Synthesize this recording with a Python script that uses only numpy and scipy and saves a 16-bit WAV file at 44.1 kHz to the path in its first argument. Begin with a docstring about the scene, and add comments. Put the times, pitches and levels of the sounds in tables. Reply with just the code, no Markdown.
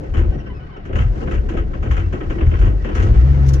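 """A cold diesel engine heard from inside the cab: it fires in stumbling bursts, sags, fires again and at last runs.
Throughout, low sines at orders of the firing rate make the exhaust boom, and noise bursts make the knocks.
Between knocks, noise pulsing with the firing makes the clatter, and slower noise the rumble of floor and cab.
As the engine sags, gliding harmonic tones squeak, with one more late on.
At the end, short bursts of bright noise click close by."""
import sys
import numpy as np
from scipy import signal
from scipy.fft import rfft, irfft, next_fast_len
from scipy.io import wavfile

SR = 44100
rng = np.random.default_rng(int(sys.argv[2]) if len(sys.argv) > 2 else 0)


def put_to_file(sound):
    """Save the sound as 16-bit audio at rate SR, in the file named by the first command-line argument."""
    columns = np.atleast_2d(sound).T  # one column per channel
    safe = np.clip(columns, -1, 1)
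    whole_steps = np.round(safe * 32767)
    wavfile.write(sys.argv[1], SR, whole_steps.astype(np.int16))


N = 158760

# Exhaust boom over time: start_s, firing_rate_hz, first_order_db, second_order_db
ENGINE = [(0.0, 31.3, -38.5, -54), (0.1, 32.5, -33, -30.5), (0.2, 39.02, -11, -17), (0.27, 44.1, -16, -24),
          (0.3, 43.4, -18.5, -23), (0.4, 33, -35.5, -33.5), (0.49, 31.41, -40, -32),
          (0.83, 28.52, -42, -45), (0.92, 33.12, -34, -35.5), (1.0, 40.52, -16.5, -12),
          (1.08, 44, -15.5, -25.5), (1.2, 36.86, -31, -41.5), (1.25, 34.02, -32.5, -35),
          (1.4, 35.4, -19.5, -19), (1.44, 35.57, -27, -42.5), (1.63, 32.52, -20.5, -21),
          (1.66, 31.06, -25.5, -41), (1.79, 29.71, -28.5, -35), (1.92, 39.3, -15, -12),
          (1.96, 41.29, -20, -28), (2.05, 45.2, -20, -17), (2.18, 39.3, -32, -35),
          (2.26, 33.49, -22.5, -32), (2.3, 30.8, -17, -36), (2.34, 32.9, -28.5, -51.5),
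          (2.46, 40.17, -18, -12.5), (2.55, 39.67, -18.5, -19), (2.6, 39.28, -15, -20),
          (2.71, 52.23, -16, -19), (2.74, 52.3, -18, -34), (2.9, 37, -30.5, -44.5), (3.0, 39.72, -18, -15),
          (3.1, 54.85, -12.5, -16.5), (3.2, 56.96, -8.5, -22), (3.28, 70.13, -12, -18.5),
          (3.52, 67.14, -15.5, -14.5), (3.6, 67.16, -15, -23.5)]
# Further exhaust orders: multiple_of_firing_rate, level_db (against the boom)
EXHAUST_ORDERS = [(0.751, -19), (1.248, -17), (1.753, -21), (2.5, -13.5), (2.998, -16.5)]
UNEVEN_DB, THUD_DB = 4, -1.5  # spread between firings; thudding against the boom; both while rough
SETTLES_HZ, SETTLED_SHARE = 55.6, 0.42  # firing rate midway to even running; roughness left above it
CAB_CUT_HZ = 132.4  # above this the cab no longer booms
# Spectrum of the loose thudding: frequency_hz, density_db (per Hz)
THUD_SPECTRUM = [(13, -41), (22, -17.5), (43, 9.5), (70, 9), (93, -5), (156, -22), (200, -38.5), (260, -46),
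                 (440, -120)]

# Hard combustion knocks: start_s, peak_db, ring_db and body_db (both relative to the peak)
KNOCKS = [(0.038, -42.5, -24, 11.5), (0.1415, -29.5, -23, 8), (0.171, -25.5, -24, 3.5),
          (0.1912, -31, -24, 8), (0.2194, -43.5, -25, 16), (0.34, -45.5, -27, 22), (0.386, -46, -33, 14),
          (0.469, -41, -44, 4), (0.7657, -39, -30, 12.5), (0.854, -36.5, -22, 8),
          (0.8936, -40.5, -54, 18.5), (0.93, -31.5, -29, 10), (0.957, -25, -22, 8), (0.988, -26, -24, 6),
          (1.01, -27.5, -23, -13.5), (1.1594, -42, -30, 16.5), (1.2173, -37, -31, 18.5),
          (1.2743, -32, -32, 11), (1.313, -26.5, -24, 4), (1.3413, -29.5, -23, 7.5),
          (1.491, -28.5, -21.5, 3), (1.5384, -33, -28, 16.5), (1.572, -27.5, -25, 4.5),
          (1.737, -35.5, -28, 5), (1.829, -30, -23.5, 6), (1.8568, -35.5, -28.5, 14.5),
          (1.912, -23.5, -21, -1.5), (1.9688, -26.5, -23, 2), (1.998, -31, -25, -1.5),
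          (2.1286, -28, -25, 12), (2.21, -29.5, -49, 9), (2.3025, -28, -25, 8.5), (2.352, -50, -38, 24.5),
          (2.385, -33.5, -46, 10.5), (2.4112, -28, -45, 11), (2.468, -34, -22, -12.5),
          (2.515, -32, -39.5, 13), (2.5405, -29, -33.5, -1), (2.5918, -32.5, -21, 10),
          (2.617, -27, -23, 3.5), (2.658, -29, -23.5, 4.5), (2.847, -28.5, -29, 10),
          (2.8903, -29, -30, 10.5), (2.953, -26, -15, 5.5), (2.978, -25, -47, -29), (2.9982, -26, -20.5, 4),
          (3.027, -30.5, -13, 7.5), (3.049, -49, -19, 3), (3.1412, -35.5, -30, -11)]
KNOCK_DB, RING_DB, BODY_DB = -8, -1.5, -2  # noise rms relative to each peak
KNOCK_LEAD_S = 0.006  # the swell starts this long before the knock is heard
KNOCK_HALF_RISE_S, BODY_HALF_RISE_S = 0.004, 0.01  # time to half of the full swell
KNOCK_T60_S, RING_T60_S, BODY_T60_S = 0.22, 0.19, 0.21
# Spectra of block noise, metallic ring and dull body: frequency_hz, density_db (per Hz)
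KNOCK_SPECTRUM = [(410, -38), (700, -15.5), (745, -3), (844, -8.5), (1090, -2), (1170, -4.5), (1300, -1),
                  (1520, 0), (1780, -2), (2930, -6), (3100, -5.5), (4030, -29), (6820, -120)]
RING_SPECTRUM = [(3200, -14), (4200, -7), (5200, -8), (5900, -4), (6450, -4), (7000, -3.5), (7600, -16.5),
                 (9500, -23), (11500, -24.5), (15500, -39)]
BODY_SPECTRUM = [(82, -38), (140, 0), (156, -10.5), (199, -1), (247, -8), (282, -4.5), (370, -6.5),
                 (522, -13), (900, -28), (1170, -57), (1980, -120)]

# Modes of firewall and dash: frequency_hz, level_db
PANEL_MODES = [(750, -0.5), (990, -2), (1090, 0), (1290, 1.5), (1530, 0.5), (1700, -7.5), (1910, -1),
               (2190, -7), (2660, -6), (2860, -7), (3030, -9.5)]
# Modes of floor and seats: frequency_hz, level_db
FLOOR_MODES = [(225, -1), (280, -7.5), (332, 3), (420, -2.5), (517, -5.5)]
PANEL_WIDTH_HZ, FLOOR_WIDTH_HZ = 90, 50  # of each of two filter passes
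MODE_SWING_DB = 4  # spread of each mode's slow level changes
PANEL_CLATTER_DB, PANEL_KNOCK_DB = -4, -4  # panel ring against clatter and block noise
FLOOR_DB = -6  # against the noise of rumble and knock body

# Turning engine between knocks: start_s, clatter_db, rumble_db, treble_db
TURNING = [(0.0, -53, -41.5, -68), (0.32, -52.5, -35, -70), (0.83, -56.5, -45.5, -84),
           (1.16, -51.5, -35.5, -63), (1.62, -54, -36.5, -71), (2.56, -50, -37, -63.5),
           (2.68, -53.5, -29, -66.5), (2.9, -51, -43, -67), (3.03, -42.5, -30, -58.5),
           (3.6, -46, -31.5, -62)]
CLATTER_PULSE_DB = 1.5  # swing either way with each firing
# Spectra of clatter and its treble: frequency_hz, density_db (per Hz)
CLATTER_SPECTRUM = [(410, -31), (700, 5.5), (900, -4.5), (1500, -3), (2100, -6), (3100, -13.5),
                    (3700, -16.5), (5600, -23.5), (6400, -46), (9000, -87)]
TREBLE_SPECTRUM = [(3000, -23.5), (4200, -6), (6400, -5), (7500, -13), (10000, -25.5), (15500, -39)]
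CAB_MODE_HZ, CAB_MODE_WIDTH_HZ, CAB_MODE_DB = 117.3, 86, 4  # level against the rumble

# Squeaks, perhaps a slipping belt: start_s, pitch_hz, level_db (before colour), length_s,
# sag_per_s (share of pitch lost per second)
SQUEAKS = [(0.316, 752, -48.5, 0.058, .2), (0.334, 1870, -47, .04, 0.085), (.395, 1520, -49.5, 0.047, .3),
           (0.368, 2540, -57, 0.035, .1), (0.386, 1930, -45, 0.029, 0.33), (0.397, 2770, -47, 0.033, .2),
           (0.462, 1365, -44, 0.029, 0.4), (.455, 1540, -48.5, 0.065, 0.35), (0.492, 1009, -45, 0.055, .5),
           (.545, 1310, -49, 0.087, 0.87), (0.592, 743, -50, 0.086, 0.077), (0.681, 1218, -49.5, 0.22, 3.1),
           (0.713, 1540, -50, 0.03, 0.28), (0.738, 753, -47.5, 0.068, .2), (0.767, 1374, -48, 0.02, 0.21),
           (2.834, 2660, -46, 0.048, .2)]
# Colour of every harmonic of a squeak: frequency_hz, gain_db
SQUEAK_COLOUR = [(700, 5), (1050, 2), (1350, 2), (2000, -1), (2300, -10), (2700, -2), (3100, -4),
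                 (3500, -24), (4200, -28), (5200, -15), (5800, -12), (6500, -45)]
SQUEAK_WAVER_RAD = 0.9  # phase spread of the first harmonic

# Close clicks: start_s, level_db (before rise and decay), half_rise_s, t60_s
CLICKS = [(3.449, -41.5, 0.017, 0.231), (3.482, -28, 0.0046, .06), (3.534, -34, .001, 0.092),
          (3.55, -53, .003, 0.045)]
# Spectrum of the clicks: frequency_hz, density_db (per Hz)
CLICK_SPECTRUM = [(1500, -13.5), (2800, -9), (4200, -8), (5200, -5), (6000, 0), (7000, -9), (8200, -19),
                  (10500, -17), (13500, -23), (15500, -30)]

# Left-right likeness of noise in the cab: frequency_hz, correlation (-1 to 1)
LIKENESS = [(60, .97), (180, .9), (300, .6), (520, -.05), (900, -.55), (1540, -.5), (2650, .0), (6000, .05),
            (12000, .4)]
# Stereo lean: frequency_hz, left_minus_right_db
LEAN = [(60, 3), (200, 0), (600, 2), (1500, 3), (4000, 3.5), (8000, 4), (13000, -1)]
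# Lag of left behind right: frequency_hz, phase_rad
LEFT_LAGS = [(20, .33), (80, .4), (125, .25), (220, .13), (500, .1), (900, 0)]
CEILING = 1.05  # full scale of the soft limit
CUTOFF_HZ = 15700  # stopband edge


def from_db(db):
    """Logarithmic level: 20 dB is a factor of ten in amplitude."""
    return 10 ** (np.asarray(db) / 20)


def rms_one(x):
    """Normalisation: division by the root mean square."""
    return x / np.sqrt(np.mean(x ** 2) + 1e-20)


def in_time(rows):
    """Linear interpolation: the columns of a timed table, per sample."""
    s, *columns = np.transpose(rows)
    return [np.interp(np.arange(N) / SR, s, column) for column in columns]


def at_hz(points, hz):
    """Logarithmic frequency: a spectrum read by pitch interval."""
    point_hz, values = np.array(points).T
    return np.interp(np.log(np.maximum(hz, 1)), np.log(np.maximum(point_hz, 1)), values)


def drift(rate_hz):
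    """Low-pass random process: white noise through a double pole at rate_hz, spread 1."""
    step = 40  # samples between drawn points
    r = np.exp(-2 * np.pi * step * rate_hz / SR)
    noise = rng.standard_normal(N // step + 2002)
    slow = signal.lfilter([1], [1, -2 * r, r * r], noise)[2000:]
    return np.interp(np.arange(N) / step, np.arange(len(slow)), rms_one(slow))


def side_share(hz):
    """Interchannel correlation: the side-to-mid ratio that gives the cab's likeness."""
    alike = np.clip(at_hz(LIKENESS, hz), -.99, .99)
    return np.sqrt((1 - alike) / (1 + alike))


def coloured(spectrum, peaks=()):
    """Spectral shaping: stereo noise with resonances, likeness and lean; mid rms 1."""
    hz = np.arange(N // 2 + 1) * SR / N
    power = from_db(at_hz(spectrum, hz)) ** 2 * (hz > spectrum[0][0] / 1.5)
    for peak_hz, width_hz, db in peaks:
        detuning = 2 * (hz - peak_hz) / width_hz
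        power = power + from_db(db) ** 2 / (1 + detuning ** 2) ** 2
    mid, side = rfft(rng.standard_normal((2, N))) * np.sqrt(power)
    side = side * side_share(hz)
    lean = from_db(at_hz(LEAN, hz) / 2)
    out = irfft([(mid + side) * lean, (mid - side) / lean], N)
    return out / np.sqrt(np.mean(out.mean(axis=0) ** 2))


def bursts(s, db, half_rise_s, t60_s):
    """Exponential decay: bursts swell quickly and die away, their powers adding."""
    power = np.zeros(N)
    for start, level_db, half_rise, t60 in np.broadcast(s, db, half_rise_s, t60_s):
        t = np.arange(N - int(start * SR)) / SR
        swell = np.sin(np.pi / 2 * np.minimum(t / (2 * half_rise), 1)) ** 2
        power[N - len(t):] += (from_db(level_db - 60 * t / t60) * swell) ** 2
    return np.sqrt(power)


def exhaust(firings, rate_hz, first_db, second_db):
    """Periodic excitation: orders of the firing rate, uneven until it settles, over loose thudding."""
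    rough = 1 - (1 - SETTLED_SHARE) / (1 + np.exp((SETTLES_HZ - rate_hz) / 2))
    uneven = np.interp(firings, np.arange(300), rng.standard_normal(300))
    both = np.hypot(from_db(first_db), from_db(second_db))
    boom = from_db(first_db) * np.sin(2 * np.pi * firings)
    boom = boom + from_db(second_db) * np.sin(4 * np.pi * firings + 0.8)
    for multiple, db in EXHAUST_ORDERS:
        passes = 1 / (1 + (multiple * rate_hz / CAB_CUT_HZ) ** 12)
        level = both * passes * from_db(db + 4.74 * drift(4.3))
        boom = boom + level * np.sin(2 * np.pi * (multiple * firings + rng.random()))
    boom = np.sqrt(2) * boom * from_db(UNEVEN_DB * uneven * rough)
    sides = from_db(at_hz(LEAN, 60.) * np.array([[.5], [-.5]]))
    return boom * sides + both * rough * from_db(THUD_DB) * coloured(THUD_SPECTRUM)


def knocks(ringing, floor):
    """Impulsive excitation: combustion sets off block and panels, a metallic ring and a dull body."""
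    s, db, ring_db, body_db = np.transpose(KNOCKS)
    s = s - KNOCK_LEAD_S
    block = from_db(2.5 * drift(200)) * coloured(KNOCK_SPECTRUM) + from_db(PANEL_KNOCK_DB) * ringing
    block_swell = bursts(s, db + KNOCK_DB, KNOCK_HALF_RISE_S, KNOCK_T60_S)
    ring_swell = bursts(s, db + ring_db + RING_DB, KNOCK_HALF_RISE_S, RING_T60_S)
    body_swell = bursts(s, db + body_db + BODY_DB, BODY_HALF_RISE_S, BODY_T60_S)
    return (block_swell * block + ring_swell * coloured(RING_SPECTRUM)
            + body_swell * (coloured(BODY_SPECTRUM) + floor))


def turning(firings, ringing, floor):
    """Amplitude modulation: valve-gear clatter pulses with firing; rumble excites floor and cab air."""
    clatter_db, rumble_db, treble_db = in_time(TURNING)
    pulse_db = CLATTER_PULSE_DB * np.sin(2 * np.pi * firings) + 1.2 * drift(12)
    cab_air = coloured([(10, -80), (20000, -82.0)], [(CAB_MODE_HZ, CAB_MODE_WIDTH_HZ, 0)])
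    clatter = coloured(CLATTER_SPECTRUM) + from_db(PANEL_CLATTER_DB) * ringing
    rumble = coloured(BODY_SPECTRUM) + floor
    return (from_db(clatter_db + pulse_db) * clatter
            + from_db(treble_db + pulse_db) * coloured(TREBLE_SPECTRUM)
            + from_db(rumble_db + 2.0 * drift(4.8)) * rumble
            + from_db(rumble_db + CAB_MODE_DB) * cab_air)


def squeaks():
    """Harmonic series: four wavering harmonics sag together in pitch."""
    out = np.zeros((2, N))
    waver = SQUEAK_WAVER_RAD * np.array([drift(32), drift(32)])
    for s, hz, db, length, sag in SQUEAKS:
        t = np.arange(int(length * SR)) / SR
        at = slice(int(s * SR), int(s * SR) + len(t))
        swell = from_db(db) * np.sin(np.pi * np.sqrt(t / length))
        for k in range(1, 5):
            cycles = k * hz * t * (1 - sag * t / 2) + rng.random((2, 1))
            wave = np.sin(2 * np.pi * cycles + np.sqrt(k) * waver[:, at])
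            out[:, at] += swell * from_db(at_hz(SQUEAK_COLOUR, k * hz)) * wave
    return out


def clicks():
    """Transient noise: a small scrape, then bright close clicks."""
    return bursts(*np.transpose(CLICKS)) * coloured(CLICK_SPECTRUM)


def resonances(modes, width_hz):
    """Modal resonance: narrow noise bands, each swelling at its own chance moments; mid rms 1."""
    out = 0
    for hz, db in modes:
        r, w = np.exp(-np.pi * width_hz / SR), 2 * np.pi * hz / SR
        section = [1, 0.0048, -1.0046, 1, -2 * r * np.cos(w), r * r]
        # two passes steepen the skirts
        mid, side = signal.sosfilt([section] * 2, rng.standard_normal((2, N)))
        side = side * side_share(hz)
        out = out + from_db(db + MODE_SWING_DB * drift(19)) * np.array([mid + side, mid - side])
    return out / np.sqrt(np.mean(out.mean(axis=0) ** 2))


def scene():
    """Superposition: every source in the cab adds linearly."""
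    rate_hz, first_db, second_db = in_time(ENGINE)
    firings = np.cumsum(rate_hz) / SR  # running count
    ringing = resonances(PANEL_MODES, PANEL_WIDTH_HZ)
    floor = from_db(FLOOR_DB) * resonances(FLOOR_MODES, FLOOR_WIDTH_HZ)
    return (exhaust(firings, rate_hz, first_db, second_db) + knocks(ringing, floor)
            + turning(firings, ringing, floor) + squeaks() + clicks())


def record(dry):
    """Phase lag and saturation: left lags in the bass, peaks are rounded, the top is cut."""
    size = next_fast_len(N + SR)
    hz = np.arange(size // 2 + 1) * SR / size
    left = irfft(rfft(dry[0], size) * np.exp(-1j * at_hz(LEFT_LAGS, hz)), size)[:N]
    rounded = CEILING * np.tanh(np.array([left, dry[1]]) / CEILING)
    return signal.sosfilt(signal.cheby2(12, 70, CUTOFF_HZ, fs=SR, output="sos"), rounded)


dry = scene()
out = record(dry)
put_to_file(out)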